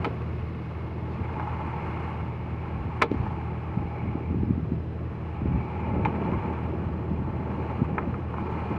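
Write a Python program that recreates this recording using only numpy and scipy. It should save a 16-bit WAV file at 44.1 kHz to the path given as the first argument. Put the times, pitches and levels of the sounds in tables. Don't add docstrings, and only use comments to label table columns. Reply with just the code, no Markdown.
import sys
import numpy as np
from scipy import signal
from scipy.fft import rfft, irfft
from scipy.io import wavfile
from scipy.ndimage import minimum_filter1d, map_coordinates

SR = 44100
rng = np.random.default_rng(int(sys.argv[2]) if len(sys.argv) > 2 else 0)


def materialize(psi):
    bounded = np.clip(np.atleast_2d(psi).T, -1, 1)
    quanta = np.round(bounded * 32767).astype(np.int16)
    wavfile.write(sys.argv[1], SR, quanta)


N = 387198

# pitch_hz, width_hz, gain_db
GUIDE_RESONANCES = [(665, 53, -10.5), (1035, 70, -5), (1343, 35, 4.5), (1360, 60, -0.5), (2030, 85, -7),
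                    (2330, 61, -2), (2877, 185, 9.5), (3140, 99, 5.5), (3380, 80, 8.5), (3700, 65, -1),
                    (3730, 92, -6), (4130, 130, 8), (4270, 180, 2.5), (4534, 60, 3), (4850, 40, 2),
                    (5130, 86, 2)]


def from_db(db):
    return 10 ** (np.asarray(db) / 20)


def rms_one(x):
    return x / np.sqrt(np.mean(x ** 2) + 1e-20)


def in_time(rows):
    times, *columns = np.transpose(rows)
    return [np.interp(np.arange(N) / SR, times, column) for column in columns]


def drift(rate):
    knots = rng.standard_normal(4000)
    steps = np.arange(0, N, 64)
    coarse = map_coordinates(knots, [steps / SR * rate], order=3, mode="wrap")
    return rms_one(np.interp(np.arange(N), steps, coarse))


def colour(x, spectrum, peaks=()):
    hz = np.arange(N // 2 + 1) * SR / N + 1e-3
    points, levels = np.transpose(spectrum)
    db = np.interp(np.log(hz), np.log(points), levels)
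    db -= 24 * np.abs(np.log2(hz / np.clip(hz, points[0], points[-1])))
    for centre, width, gain in peaks:
        db += gain / (1 + (2 * (hz - centre) / width) ** 2)
    return rms_one(irfft(rfft(x) * from_db(db), N))


def noise(grain_db=0., grain_rate=100):
    return rng.standard_normal(N) * from_db(grain_db * drift(grain_rate))


def ring(force, hz, ring_s):
    decay = from_db(-60 / (ring_s * SR))
    feedback = decay * np.cos(2 * np.pi * hz / SR)
    return signal.lfilter([1, -feedback], [1, -2 * feedback, decay ** 2], force + 1e-18)


def soften(x, hz, order=2):
    return signal.sosfilt(signal.butter(order, min(hz, SR / 2.5), fs=SR, output="sos"), x)


def moving_band(centre_hz, width_hz):
    swell = soften(noise() + 1j * noise(), width_hz / 2)
    phase = 2 * np.pi * np.cumsum(centre_hz) / SR
    return rms_one(np.real(swell * np.exp(1j * phase)))


def add(track, start_s, sound):
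    start = max(round(start_s * SR), 0)
    track[start:start + len(sound)] += sound[:N - start]


def spells(rows, edge_s):
    t = np.arange(N) / SR
    strength = np.zeros(N)
    for start_s, length_s, db in rows:
        inside_s = np.minimum(t - start_s, start_s + length_s - t)
        window = np.clip(.5 + inside_s / (2 * edge_s), 0, 1)
        strength = np.maximum(strength, from_db(db) * window)
    return strength


def hiss(start_db=-69, fade_db_per_s=2.0):
    # pitch_hz, level_db
    spectrum = [(3400, 8.5), (5100, 1), (7000, -16), (9000, -30), (10500, -13), (13500, -16)]
    return from_db(start_db - fade_db_per_s * np.arange(N) / SR) * colour(noise(), spectrum)


def motor(shaft_hz=40.01, waver_db=0.77, wobble=0.063, air_db=-42, throb=0.47, throb_top_hz=700):
    # multiple of the shaft rate, level_db
    harmonics = [(1, -57.5), (2, -36.5), (3, -38), (4, -42.5), (5, -48.5), (6, -57), (7, -74), (8, -51),
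                 (9, -56), (10, -69), (11, -56), (14, -64), (17, -65)]
    # pitch_hz, level_db
    air_spectrum = [(25, -20), (40, -23), (60, -6), (95, 4), (140, -10.5), (250, -24), (340, -12),
                    (450, -13), (560, -16.5), (860, -20.5), (1400, -26.5), (2400, -27), (3500, -43),
                    (5200, -53), (8000, -62), (13000, -68)]
    # pitch_hz, width_hz, gain_db
    whines = [(2270, 94, -22), (3400, 50, 0), (3680, 54, -2), (4020, 70, 9.5), (4812, 35, 8), (5175, 60, 9)]
    turn = 2 * np.pi * shaft_hz * np.arange(N) / SR
    hum = np.zeros(N)
    for multiple, db in harmonics:
        phase = multiple * turn + rng.uniform(0, 2 * np.pi) + wobble * np.sqrt(multiple) * drift(15)
        hum += np.sqrt(2) * from_db(db + waver_db * drift(15)) * np.sin(phase)
    rush = noise()
    throbbing = throb * np.sin(turn) * soften(rush, throb_top_hz, order=1)
    return hum + from_db(air_db) * colour(rush + throbbing, air_spectrum, whines)


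def rumble(resting_db=-43.5):
    # start_s, length_s, level_db
    jostles = [(0.40, 0.07, -36.5), (1.165, 0.079, -34), (1.62, 0.064, -34), (2.735, 0.18, -34),
               (3.067, 0.29, -30.5), (3.746, 0.13, -31.5), (4.004, 0.13, -32), (4.28, 0.26, -27),
               (4.52, 0.19, -33.5), (4.705, 0.15, -32.5), (5.42, 0.19, -27.5), (5.86, 0.22, -28.5),
               (6.25, 0.2, -34), (6.65, .4, -37), (7.077, 0.37, -31.5), (7.757, 0.47, -33.5),
               (8.42, 0.24, -38.5)]
    # pitch_hz, level_db
    spectrum = [(20, -22), (40, -5), (70, 7.5), (100, 9), (170, 3.5), (260, -0.5), (400, -19), (700, -42)]
    strength = np.maximum(from_db(resting_db), spells(jostles, edge_s=0.025))
    return strength * colour(noise(grain_db=2.0, grain_rate=60), spectrum)


def bumps(gain_db=-6.5, cycles=0.52, leak_hz=70):
    # time_s, strength_db, pitch_hz
    # the one at 3.117 s is a low pop as the volume comes back after the loudest snap
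    thumps = [(1.197, -15, 238), (1.219, -15, 129), (2.802, -14, 151), (2.88, -18, 227), (3.117, -4, 306),
              (3.127, -11, 215), (3.146, -11.5, 260), (3.775, -6.5, 159), (4.156, -10, 240),
              (4.21, -18.5, 270), (4.33, -9.5, 210), (4.346, -10.5, 260), (4.373, -10.5, 150),
              (4.386, -13, 217), (4.434, -7, 247), (4.496, -8, 195), (4.508, -2.5, 210), (4.58, -11, 209),
              (4.721, -5, 196), (4.751, -11, 141), (5.419, -14, 248), (5.458, -6.5, 250), (5.521, -11, 180),
              (6.325, -10.5, 200.6), (7.117, -12, 212), (7.222, -11, 167.6), (7.820, -2, 160),
              (7.828, -6, 187), (8.077, -10, 168)]
    out = np.zeros(N)
    t = np.arange(-SR // 40, SR // 40) / SR
    for time_s, db, hz in thumps:
        swing = np.cos(2 * np.pi * hz * t) * np.exp(-(hz * t / cycles) ** 2)
        add(out, time_s + t[0], from_db(db + gain_db) * swing)
    return signal.sosfilt(signal.butter(1, leak_hz, "high", fs=SR, output="sos"), out)


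def frame_drone():
    # pitch_hz, level_db
    spectrum = [(140, 0), (210, 1.5), (270, -5), (350, -4.5), (480, -11.5), (650, -13), (900, -25)]
    # pitch_hz, width_hz, gain_db
    resonances = [(314, 11, 4), (373.6, 41, 6), (471, 29, 7), (563, 19, 4.5), (673, 19, 6), (717, 40, -2)]
    return colour(noise(grain_db=2.0, grain_rate=50), spectrum, resonances)


def swishes():
    # start_s, length_s, level_db
    fast_runs = [(1.09, .08, -68), (1.4, .75, -83), (3.12, .17, -72), (5.6, 0.19, -74), (7.55, 0.26, -76),
                 (8.4, 0.45, -72)]
    # pitch_hz, level_db
    spectrum = [(3500, 3.5), (4400, 5), (5500, -7), (7000, -11.5), (9000, -28)]
    return spells(fast_runs, edge_s=.03) * colour(noise(), spectrum)


def chirps(pitch_hz=2250, width_hz=210):
    # start_s, length_s, level_db
    moments = [(1.235, 0.022, -47), (3.95, 0.057, -52), (3.997, 0.011, -47), (4.076, 0.01, -43),
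               (4.13, 0.036, -66), (4.215, 0.077, -57), (8.365, 0.04, -51)]
    edges_hz = [pitch_hz - width_hz / 2, pitch_hz + width_hz / 2]
    band = signal.sosfilt(signal.butter(2, edges_hz, "band", fs=SR, output="sos"), noise())
    return spells(moments, edge_s=0.0052) * rms_one(band)


def catches(per_s=330, spread_db=1.5, top_hz=2700):
    # pitch_hz, level_db, ring_s
    tones = [(850, 0, 0.037), (990, -11.5, 0.024), (1060, -0.5, 0.023), (1316, -8, 0.075),
             (2104, -11, 0.052), (2412, -11, 0.045)]
    caught = rng.random(N) < per_s / SR
    size = caught * from_db(spread_db * np.minimum(rng.exponential(1, N), 3))
    ringing = sum(from_db(db) * ring(size * noise(), hz, ring_s) for hz, db, ring_s in tones)
    return colour(soften(ringing, top_hz, order=8), [(780, 0), (2600, 0.0034)])


def rasp():
    # pitch_hz, level_db
    spectrum = [(1800, -6), (2100, 0), (2320, -1), (2550, 8.5), (3000, -13), (3500, -17), (5200, -29),
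                (7000, -40.5)]
    return colour(noise(grain_db=3.5, grain_rate=180), spectrum, GUIDE_RESONANCES)


def rubbing():
    # pitch_hz, level_db
    spectrum = [(400, -17), (700, 2.5), (850, -1), (1080, 7.5), (1350, -4), (1600, -5.5), (2000, -9),
                (2700, -19), (3300, -29.5), (5200, -38.5), (8000, -43.5), (14000, -56)]
    return colour(noise(grain_db=1.5, grain_rate=77), spectrum, GUIDE_RESONANCES)


def sliding_cable(rub_gain_db=-1.0, catch_gain_db=-4.5, rasp_gain_db=-6.5, hollow_gain_db=-3,
                  drone_gain_db=3.0, unsteady_db=0.35):
    # time_s, ring_db, rub_db, rasp_db, drone_db
    surges = [(0.0, -56, -42, -51, -38.5), (0.46, -60, -48.5, -56, -47), (0.97, -51, -49.5, -57, -45),
              (1.39, -40.5, -42, -53, -39.5), (1.66, -40, -42, -52.5, -43.5),
              (2.03, -42.5, -40.5, -49, -40.5), (2.37, -49.5, -48.5, -54, -44.5),
              (3.14, -44, -44, -54.5, -45), (3.65, -46.5, -48, -56, -43.5), (4.0, -44, -49, -54, -40.5),
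              (4.5, -53, -53, -61, -46.5), (4.81, -62.5, -56.5, -65.5, -43.5),
              (5.26, -51.5, -47, -58.5, -46.5), (5.57, -44.5, -47.5, -51.5, -41.5),
              (6.0, -41, -45.5, -52.5, -34), (6.2, -43, -42.5, -50.5, -33.5), (6.41, -36.5, -42, -51, -34),
              (6.77, -48.5, -46.5, -56.5, -37.5), (7.2, -48, -48, -64.5, -40.5),
              (7.7, -42.5, -43.5, -53.5, -36.5), (8.24, -49, -47, -61, -41.5),
              (8.55, -38.5, -42, -53, -38.5), (8.78, -41.5, -41, -51, -34.5)]
    # time_s, main_hz, hollow_hz
    guide_pitches = [(0.0, 862, 2200), (1.6, 870, 2150), (2.9, 850, 2270), (4.0, 838, 2270),
                     (5.7, 865, 2300), (6.4, 883, 2310), (7.6, 860, 2280), (8.3, 850, 2330),
                     (8.78, 875, 2380)]
    ring_db, rub_db, rasp_db, drone_db = in_time(surges) + unsteady_db * drift(9.1)
    main_hz, hollow_hz = in_time(guide_pitches)
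    out = from_db(rub_db + rub_gain_db) * rubbing()
    out += from_db(ring_db) * moving_band(main_hz, width_hz=108)
    out += from_db(ring_db + catch_gain_db) * catches()
    out += from_db(rasp_db + rasp_gain_db) * rasp()
    out += from_db(rasp_db + hollow_gain_db) * moving_band(hollow_hz, width_hz=190)
    out += chirps() + swishes()
    return out + from_db(drone_db + drone_gain_db) * frame_drone()


def contact(pitch_hz, bright_hz, chatter_s, chatter_db=-17.5, focus_db=9.5, focus_q=5.3):
    t = np.arange(SR // 10) / SR
    push = from_db(chatter_db) * rng.standard_normal(len(t)) * np.exp(-t / chatter_s)
    push[0] = 1
    favoured = signal.lfilter(*signal.iirpeak(pitch_hz, focus_q, fs=SR), push)
    return soften(push + from_db(focus_db) * favoured, bright_hz, order=6)


def snaps(gain_db=-3.0, rebound_s=.007, rebound_db=-14, thud_s=.0125):
    # time_s, strength_db, pitch_hz, focus_db, bright_hz, chatter_s,
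    # lead_s (of the touch), then touch_db, crack_db, thud_db (all three added to the strength)
    # the one at 3.1157 s is a faint tick as the volume comes back after the loudest snap
    clicks = [(0.046, -20.5, 1650, 12, 4650, 0.0038, 0.0032, -14, -12.5, 4),
              (0.0522, -25, 860, 11.4, 3830, .003, 0.0033, -8, -22, -8),
              (1.397, -23, 1090, 7, 1570, 0.0034, .003, -9, -30, -14),
              (1.473, -29, 880, 5.7, 1520, 0.0027, 0.0026, -9, -24, -15),
              (1.601, -27, 980, 4, 1800, 0.0022, .003, -10, -31, -20),
              (2.658, -40, 1000, 5, 1800, .0018, .003, -12, -22, -15),
              (3.0205, -10, 1190, 4.9, 4600, 0.0049, 0.00399, -6.5, -5, 0.5),
              (3.1157, -34.5, 700, 2, 7960, .0005, .003, -18, -22, -5),
              (3.265, -28.5, 880, 8, 1490, .003, 0.0027, -10, -25, -23),
              (6.051, -24.5, 2460, 6, 3260, 0.0052, 0.00064, -4, -18, -11),
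              (6.0552, -24.5, 890, 15.5, 3000, 0.0064, 0.0017, -18.5, -17, -7),
              (6.150, -33, 900, 7, 1990, .0027, 0.0025, -10, -24, -12),
              (6.333, -29, 1060, 6, 1600, .003, 0.0036, -8, -24, -8),
              (7.9825, -19.5, 1710, 10, 2370, 0.0026, 0.0025, 3.5, -41, -29),
              (7.9863, -30, 910, 14, 2600, 0.0024, 0.0023, -11, -33, -18),
              (8.142, -33, 1250, 2.5, 2210, 0.0039, .003, 3, -24, -13),
              (8.341, -27.5, 1000, 3.7, 1480, 0.0026, 0.0036, 5, -27, -15),
              (8.383, -28, 960, 6.8, 1500, .0022, .003, -9, -28, -19)]
    # pitch_hz, level_db, ring_s
    tones = [(303, -25, 0.037), (405, -22.5, 0.17), (462, -20, 0.14), (620, -19, 0.049), (846, -21, 0.08),
             (903, -10, 0.032), (1054, -8, 0.026), (1290, -1.3, 0.013), (1660, -10, 0.0054),
             (1720, -18, 0.018), (2100, -10.5, .0145), (2230, -11, 0.012), (2360, -22, 0.011),
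             (2980, -15.5, 0.025), (3420, -18.5, 0.026), (3800, -21, 0.016), (3870, -24.5, .0144)]
    force = np.zeros(N)
    for time_s, db, pitch_hz, focus_db, bright_hz, chatter_s, lead_s, touch_db, crack_db, thud_db in clicks:
        touch = contact(pitch_hz, 0.61 * bright_hz, chatter_s=0.0027, focus_db=-10.5)
        blow = contact(pitch_hz, bright_hz, chatter_s, focus_db=focus_db)
        crack = contact(pitch_hz=2400, bright_hz=12400, chatter_s=0.0079)
        rebound = contact(pitch_hz=840, bright_hz=bright_hz, chatter_s=0.017)
        thud = contact(pitch_hz=312, bright_hz=710, chatter_s=0.014)
        add(force, time_s - lead_s, from_db(db + touch_db) * touch)
        add(force, time_s, from_db(db) * blow + from_db(db + crack_db) * crack)
        add(force, time_s + rebound_s, from_db(db + rebound_db) * rebound)
        add(force, time_s + thud_s, from_db(db + thud_db) * thud)
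    ringing = sum(from_db(db) * ring(force, hz, ring_s) for hz, db, ring_s in tones)
    return from_db(gain_db) * soften(ringing, hz=2320, order=1)


def limit(x, threshold_db=-9.0, hold_s=0.075, follow_hz=16):
    needed = np.minimum(1, from_db(threshold_db) / (np.abs(x) + 1e-9))
    half = int(hold_s * SR / 2)
    held = minimum_filter1d(needed, 2 * half + 1, origin=half, mode="nearest")
    return x * (1 - soften(1 - held, follow_hz, order=1))


def scene():
    return (motor() + sliding_cable() + rumble() + hiss() + snaps() + bumps())[None]


def record(dry, bass_hz=32, top_hz=13600, ceiling=1.15, fade_s=0.002):
    thin = signal.sosfilt(signal.butter(3, bass_hz, "high", fs=SR, output="sos"), dry)
    rounded = ceiling * np.tanh(limit(thin) / ceiling)
    t = np.arange(N) / SR
    end_fades = np.clip(np.minimum(t, t[::-1]) / fade_s, 0, 1)
    return signal.sosfilt(signal.ellip(12, .1, 80, top_hz, fs=SR, output="sos"), rounded * end_fades)


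dry = scene()
out = record(dry)
materialize(out)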